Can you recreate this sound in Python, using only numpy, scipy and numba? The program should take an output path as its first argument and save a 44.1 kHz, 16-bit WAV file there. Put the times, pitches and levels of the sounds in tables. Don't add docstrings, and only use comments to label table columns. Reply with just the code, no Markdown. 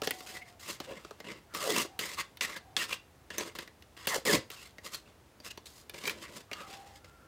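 import sys
import numpy as np
from scipy import signal
from scipy.fft import rfft, irfft, next_fast_len
from scipy.io import wavfile
from numba import njit

SR = 44100
rng = np.random.default_rng(int(sys.argv[2]) if len(sys.argv) > 2 else 0)


def generate_wav(sig):
    pcm = np.round(np.clip(np.atleast_2d(sig).T, -1, 1) * 32767).astype(np.int16)
    wavfile.write(sys.argv[1], SR, pcm)


N = 320994
TIME = np.arange(N) / SR


def from_db(db):
    return 10 ** (np.asarray(db) / 20)


def rms_one(x):
    return x / np.sqrt(np.mean(x ** 2) + 1e-20)


def band(x, kind, hz):
    return signal.sosfilt(signal.butter(2, hz, kind, fs=SR, output="sos"), x + 1e-18)


def colour(x, spectrum):
    hz, db = np.transpose(spectrum)
    size = next_fast_len(len(x))
    bins_hz = np.maximum(np.fft.rfftfreq(size, 1 / SR), 1)
    gain = from_db(np.interp(np.log(bins_hz), np.log(hz), db, left=-90, right=-90))
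    return rms_one(irfft(rfft(x, size) * gain, size)[:len(x)])


def drift(per_s):
    knots = rng.standard_normal(N // 20)
    return rms_one(np.interp(TIME * per_s, np.arange(len(knots)), knots))


def resonate(x, hz, width_hz):
    r = np.exp(-np.pi * width_hz / SR)
    feedback = [1, -2 * r * np.cos(2 * np.pi * hz / SR), r * r]
    return signal.lfilter(np.array([1, 0, -1]) * (1 - r * r) / 2, feedback, x + 1e-18)


@njit
def glide(x, hz, damping):
    step = 2 * np.sin(np.pi * hz / SR)
    out, low, mid = np.zeros(len(x)), 0., 0.
    for i in range(len(x)):
        low += step[i] * mid
        mid += step[i] * (x[i] / np.sqrt(step[i]) - low - damping * mid)
        out[i] = mid
    return out


def swelling_tones(rows, width_hz):
    out = np.zeros(N)
    for middle_s, half_s, start_hz, end_hz, db in rows:
        on = np.abs(TIME - middle_s) < half_s
        hz = np.geomspace(start_hz, end_hz, on.sum())
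        ring = glide(rng.standard_normal(N)[on], hz, min(width_hz / start_hz, .25))
        ring /= np.sqrt(np.abs(signal.hilbert(ring)) + 1e-9)
        swell = np.cos(np.pi / 2 * (TIME[on] - middle_s) / half_s) ** 2
        out[on] += from_db(db) * rms_one(ring * swell)
    return out


def room_air():
    # freq_hz, gain_db
    air_eq = [(30, -26), (45, -5.5), (62, 3.5), (100, 3), (170, -5), (330, -6), (780, -9.5), (1100, -13),
              (3200, -21.5), (8000, -26.5), (15800, -31), (16800, -49)]
    return colour(rng.standard_normal(N), air_eq)


def whistle():
    # middle_s, half_length_s, start_hz, end_hz, level_db
    swells = [(0.15, 0.69, 765, 687, -58.5), (1.95, 0.1, 780, 780, -61.5), (2.7, .18, 760, 760, -64),
              (6.79, 0.29, 770, 804, -57), (7.22, 0.33, 1400, 1367, -66)]
    return swelling_tones(swells, width_hz=31)


def disperse(x, lag_s):
    khz = np.fft.rfftfreq(2 * len(x), 1 / SR) / 1000
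    turns = 1000 * lag_s * (2 * np.sqrt(khz) - khz / np.sqrt(khz[-1]))
    return irfft(rfft(x, 2 * len(x)) * np.exp(-2j * np.pi * turns))[:len(x)]


def ticks(chatter=0.15, t60_s=.033, thump_hz=415, size=4096):
    # start_s, level_db, ring_hz, ring_db, thump_db, snap_db
    hits = [(0.0183, -21, 1350, -4.5, -6.5, -16), (0.073, -17, 3450, -12, -7, -16),
            (0.1081, -17, 2100, 1, -18.5, -3.5), (0.2055, -32.5, 1380, -10, -12, -13),
            (0.8019, -27.5, 3100, -25, -5.5, -16.5), (1.048, -32.5, 1200, 7.5, -7, -33),
            (1.1089, -32, 1220, 7, -5, -21), (1.202, -33, 2070, -5, -7, -16),
            (1.548, -21, 1100, 1.5, -19, -12), (1.848, -31, 990, 12, -1, -13),
            (1.9914, -19.5, 2800, -8, -17.5, -10), (2.1834, -28, 1140, 2, -25, -19),
            (2.3715, -35.5, 3200, -12, -28, -10), (2.4094, -16.5, 2720, -2, -21, -38),
            (2.7658, -13, 3290, -4, -26, -30), (3.3034, -28, 1830, 3, -15.5, -38),
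            (3.3821, -17.5, 6220, 4.5, -33, -6.5), (3.4074, -24, 1790, -10, -7.5, -28),
            (3.5518, -31.5, 1100, 4, -18, -11), (3.5875, -25, 1900, -10, -27, -14),
            (3.676, -35, 1940, 3, -16, -16), (3.823, -40.5, 2840, -4, -15, -15),
            (4.0715, -15, 2720, -5, -13, -8), (4.252, -30.5, 1890, -2, -17, -3),
            (4.5027, -30, 2720, -13, -14.5, -10), (4.783, -34, 1930, 8, -11, -20),
            (4.9462, -24.5, 4160, 2, -30, -11), (5.4012, -40, 4640, 0, -9, -15),
            (5.463, -34, 5100, -9, -28, -18), (5.5751, -30.5, 1020, 0.5, -9, -15),
            (5.896, -30, 3570, -10, -16, -8.5), (5.9435, -33.5, 2430, -3, -9, -31),
            (6.0384, -29, 2060, -4, -10, -22), (6.0546, -23, 2240, 0, -25, -22),
            (6.077, -17.5, 2320, 3, -16.5, -11.5), (6.0954, -20.5, 2350, 0, -33, -12),
            (6.514, -25.5, 2280, 18, -11.5, -22), (6.5316, -24.5, 2790, -6, -32, -18)]
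    out, t = np.zeros(N + size), np.arange(size) / SR
    decay = from_db(-60 * t / t60_s)
    build = 1 - np.exp(-t / 0.00038)
    for start_s, db, ring_hz, ring_db, thump_db, snap_db in hits:
        contact = (t == 0) + chatter * rng.standard_normal(size) * decay * build
        body = rms_one(band(contact, "band", [1000, 5500]))
        ring = from_db(ring_db) * rms_one(resonate(contact, ring_hz, width_hz=160))
        snap = from_db(snap_db + 6) * rms_one(band(contact * decay, "band", [6000, 15000]))
        knock = band(resonate(contact, thump_hz, width_hz=304), "low", 1080)
        thump = from_db(thump_db + 7) * rms_one(knock)
        tick = disperse(rms_one(body + ring + snap) + thump, lag_s=0.001585)
        at = round(start_s * SR)
        out[at:at + size] += from_db(db - 23.5) * tick
    return out[:N]


def rub_envelopes(attack_s=0.0021, release_db_per_s=497):
    # start_s, length_s, friction_db, swell_db, relative_flex_db, relative_hiss_db
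    strokes = [(0.035, 0.087, -46.5, -12, -3.5, -4.5), (0.137, .13, -59, -7, -0.5, 0),
               (0.264, 0.13, -51.5, -10, -6.5, -4.5), (0.596, 0.15, -51.5, 5, -15, -3.5),
               (0.802, 0.26, -57, -15, -15, -13), (1.244, 0.13, -49, -2, 0.5, -15.5),
               (1.539, 0.28, -39.5, 10, -2, -2.5), (1.992, .15, -40, -9, -8.5, -6.5),
               (2.41, 0.041, -34, 1, -15.5, -8.5), (2.46, 0.079, -42.5, 0, -9, -11.5),
               (2.769, 0.072, -33.5, -0.5, -12.5, -9.5), (3.305, 0.1, -48, 1, -6.5, -15),
               (3.383, 0.095, -43.5, -4, -0.5, -10), (3.553, 0.073, -48.5, 1, -2.5, -9),
               (3.968, 0.11, -47.5, 1, -13.5, -13.5), (4.071, 0.091, -38.5, -1, -7.5, -1.5),
               (4.253, 0.091, -32.5, 10.5, 1, -3.5), (4.502, .17, -50.5, -6, -14.5, -6.5),
               (5.658, 0.064, -62, -10, -10, 0.5), (5.938, 0.086, -50, 3.5, -4, -8.5),
               (6.036, .07, -45, 5.5, -2.5, -5.5), (6.104, 0.21, -57.5, 0, 3.5, -10),
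               (6.521, 0.094, -50, 7, -3.5, -13.5), (6.624, 0.33, -59.5, -6.5, -3.5, -9),
               (7.045, 0.14, -70, -24, -3, -12)]
    # middle_s, half_s, friction_db, relative_flex_db, relative_hiss_db
    slides = [(0.372, 0.0066, -44, -16, -11), (0.49, .025, -55, -11, -8.5),
              (0.702, .022, -40.5, -3.5, -4.5), (0.91, 0.032, -52, 7.5, -30), (0.975, .012, -48.5, 0, -21),
              (1.08, 0.14, -62, -5, -10), (2.198, 0.019, -36.5, -11.5, -7),
              (2.569, 0.0086, -36, -6.5, -11.5), (2.82, .012, -33, -16, -12), (2.897, 0.0097, -39, -10, -6),
              (2.928, 0.02, -36, -11, -9), (3.594, 0.0048, -40, 2, -16), (4.862, 0.014, -40.5, -4, -3.5),
              (4.947, 0.021, -41, -11, -3.5), (5.09, 0.029, -60, -2, -19), (5.468, 0.015, -44, -5, -3.5),
              (5.511, 0.0059, -42, -11, -4.5), (5.775, 0.037, -58, -12, 1.5),
              (6.236, 0.019, -43, -12, -9.5), (6.373, 0.025, -42.5, -3, -7),
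              (6.739, 0.04, -46.5, -11, -13.5), (6.963, 0.013, -50.5, -12, -7)]
    power = np.zeros((3, N))
    for start_s, length_s, db, swell_db, flex_db, hiss_db in strokes:
        on = (TIME > start_s - attack_s) & (TIME < start_s + length_s + .2)
        t = TIME[on] - start_s
        attack = np.clip(t / attack_s + 1, 0, 1)
        held_db = db + swell_db * (np.clip(t / length_s, 0, 1) - .5)
        release_db = release_db_per_s * np.maximum(t - length_s, 0)
        power[:, on] += np.outer(from_db([0, flex_db, hiss_db]), attack * from_db(held_db - release_db)) ** 2
    for middle_s, half_s, db, flex_db, hiss_db in slides:
        on = np.abs(TIME - middle_s) < 4 * half_s
        fade_db = 8 * np.abs((TIME[on] - middle_s) / half_s) ** 1.25
        power[:, on] += np.outer(from_db([0, flex_db, hiss_db]), from_db(db - fade_db)) ** 2
    return np.sqrt(power)


def fibres(per_s, spread_db, smooth):
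    sizes = from_db(spread_db * np.minimum(rng.exponential(1, N), 4)) * rng.choice([-1, 1], N)
    catches = sizes * (rng.random(N) < per_s / SR)
    return rms_one(rms_one(catches) + smooth * rng.standard_normal(N))


def scrape(catches):
    # pitch_hz, width_hz, level_db
    card_modes = [(1100, 370, -4), (1710, 310, -12), (2060, 210, 4), (2720, 220, 1), (3400, 250, -4.5),
                  (3900, 950, -8), (5100, 630, -3), (7200, 490, -17)]
    # freq_hz, gain_db
    friction_eq = [(410, -39), (700, -5), (820, -12), (1070, 0.5), (1530, -1.5), (1830, -1.5), (2400, -1.5),
                   (2710, -0.5), (6500, -19), (8450, -16), (14300, -120)]
    rings = sum(from_db(db + 6.2 * drift(per_s=30)) * resonate(catches, hz, width_hz)
                for hz, width_hz, db in card_modes)
    return colour(catches + from_db(0.5) * rings, friction_eq)


def rubbing():
    # freq_hz, gain_db
    hiss_eq = [(2940, -10.5), (5000, -1), (5590, -6.5), (6650, -2.5), (12200, -10.5), (15100, -10),
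               (16200, -33), (16800, -55)]
    friction_gain, flex_gain, hiss_gain = rub_envelopes()
    lightness = 1 / (1 + friction_gain / from_db(-49.5))
    catches = fibres(per_s=1900, spread_db=2, smooth=0.78)
    catches += from_db(-5.5) * lightness * fibres(per_s=110, spread_db=4.5, smooth=0)
    grip = from_db(2.07 * drift(per_s=170) + 1.5 * drift(per_s=54))
    body = friction_gain * scrape(catches) + flex_gain * flexing()
    hiss = hiss_gain * colour(catches, hiss_eq)
    return grip * (from_db(-2.5) * body + from_db(1) * hiss)


def flexing():
    # pitch_hz, width_hz, level_db
    sheet_modes = [(225, 30, -4.5), (330, 26, 8), (410.4, 17, -1.5), (498, 14, 3.5), (591, 71, -3)]
    # freq_hz, gain_db
    flex_eq = [(41, -58), (70, -20), (107, -5.5), (208, 1), (254, -5.5), (402, -1), (573, -1), (819, -19.5),
               (1000, 1.5), (1300, -25), (2200, -120)]
    flap, flap_gain = flap_ring()
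    bumps = fibres(per_s=900, spread_db=1, smooth=0.76)
    rings = sum(from_db(db) * resonate(bumps, hz, width_hz) for hz, width_hz, db in sheet_modes)
    sheet = colour(bumps + rings, flex_eq)
    return flap_gain * flap + sheet / np.sqrt(1 + flap_gain ** 2)


def chafing():
    # middle_s, half_length_s, start_hz, end_hz, level_db
    chafes = [(0.365, 0.025, 2040, 1920, -42.5), (0.424, 0.017, 2120, 2160, -44.5),
              (0.909, 0.057, 560, 458, -42), (1.629, 0.15, 1425, 970, -40.5),
              (1.722, 0.069, 2050, 1860, -40.5), (1.785, 0.059, 1230, 1200, -41),
              (2.19, 0.025, 1140, 1140, -36), (2.449, 0.028, 2150, 1640, -38),
              (2.563, 0.019, 1730, 1630, -42.5), (2.823, .035, 1920, 1700, -34.5),
              (2.925, 0.024, 2426, 2260, -39), (4.122, 0.053, 2290, 1610, -36),
              (4.128, .047, 1210, 930, -35.5), (4.293, 0.033, 2260, 1490, -29.5),
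              (4.333, 0.076, 560, 500, -34), (4.37, 0.047, 158, 90, -39), (6.597, 0.14, 1240, 1230, -48.5)]
    return swelling_tones(chafes, width_hz=80)


def flap_ring(loudest_hz=430.0, range_octaves=0.4, damping=.18):
    # start_s, length_s, start_hz, end_hz, ring_db
    pulls = [(1.53, .33, 1110, 160, 5.5), (4.086, 0.099, 1160, 397, 14), (4.245, 0.157, 630, 187, -2)]
    # pitch_ratio, level_db
    flap_modes = [(1, 4.5), (2.759, -40), (5.4, -37)]
    lowest_hz, gain = np.full(N, loudest_hz), np.zeros(N)
    for start_s, length_s, start_hz, end_hz, db in pulls:
        on = (TIME >= start_s) & (TIME < start_s + length_s)
        lowest_hz[on] = np.geomspace(start_hz, end_hz, on.sum())
        octaves_off = np.log2(lowest_hz[on] / loudest_hz)
        gain[on] = from_db(db) / (1 + (octaves_off / range_octaves) ** 2)
    drive = fibres(per_s=2300, spread_db=-4, smooth=1)
    ring = sum(from_db(db) * rms_one(glide(drive, ratio * lowest_hz, damping / np.sqrt(ratio)))
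               for ratio, db in flap_modes)
    return ring, gain


def room(x, hand_s=0.000905, desk_s=.0042, t60_s=0.24):
    t = TIME[:SR // 2]
    tail = band(rng.standard_normal(len(t)), "band", [120, 6500]) * from_db(-60 * t / t60_s) * (t > .005)
    walls = signal.fftconvolve(x, tail / np.linalg.norm(tail))[:N]
    desk = band(np.interp(TIME - desk_s, TIME, x, left=0), "low", 12000)
    hand_delay_s = hand_s * np.exp(.35 * drift(per_s=9))
    hand = band(np.interp(TIME - hand_delay_s, TIME, x, left=0), "high", 1360)
    return x + from_db(-11) * hand + from_db(-21) * desk + from_db(-16) * walls


def scene():
    handling = rubbing() + from_db(-6) * chafing() + ticks()
    background = from_db(-60) * room_air() + from_db(-1) * whistle()
    return (room(handling) + background)[None]


def record(dry):
    cutoff_hz = 16100
    return signal.sosfilt(signal.ellip(10, .2, 80, cutoff_hz, fs=SR, output="sos"), dry)


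dry = scene()
out = record(dry)
generate_wav(out)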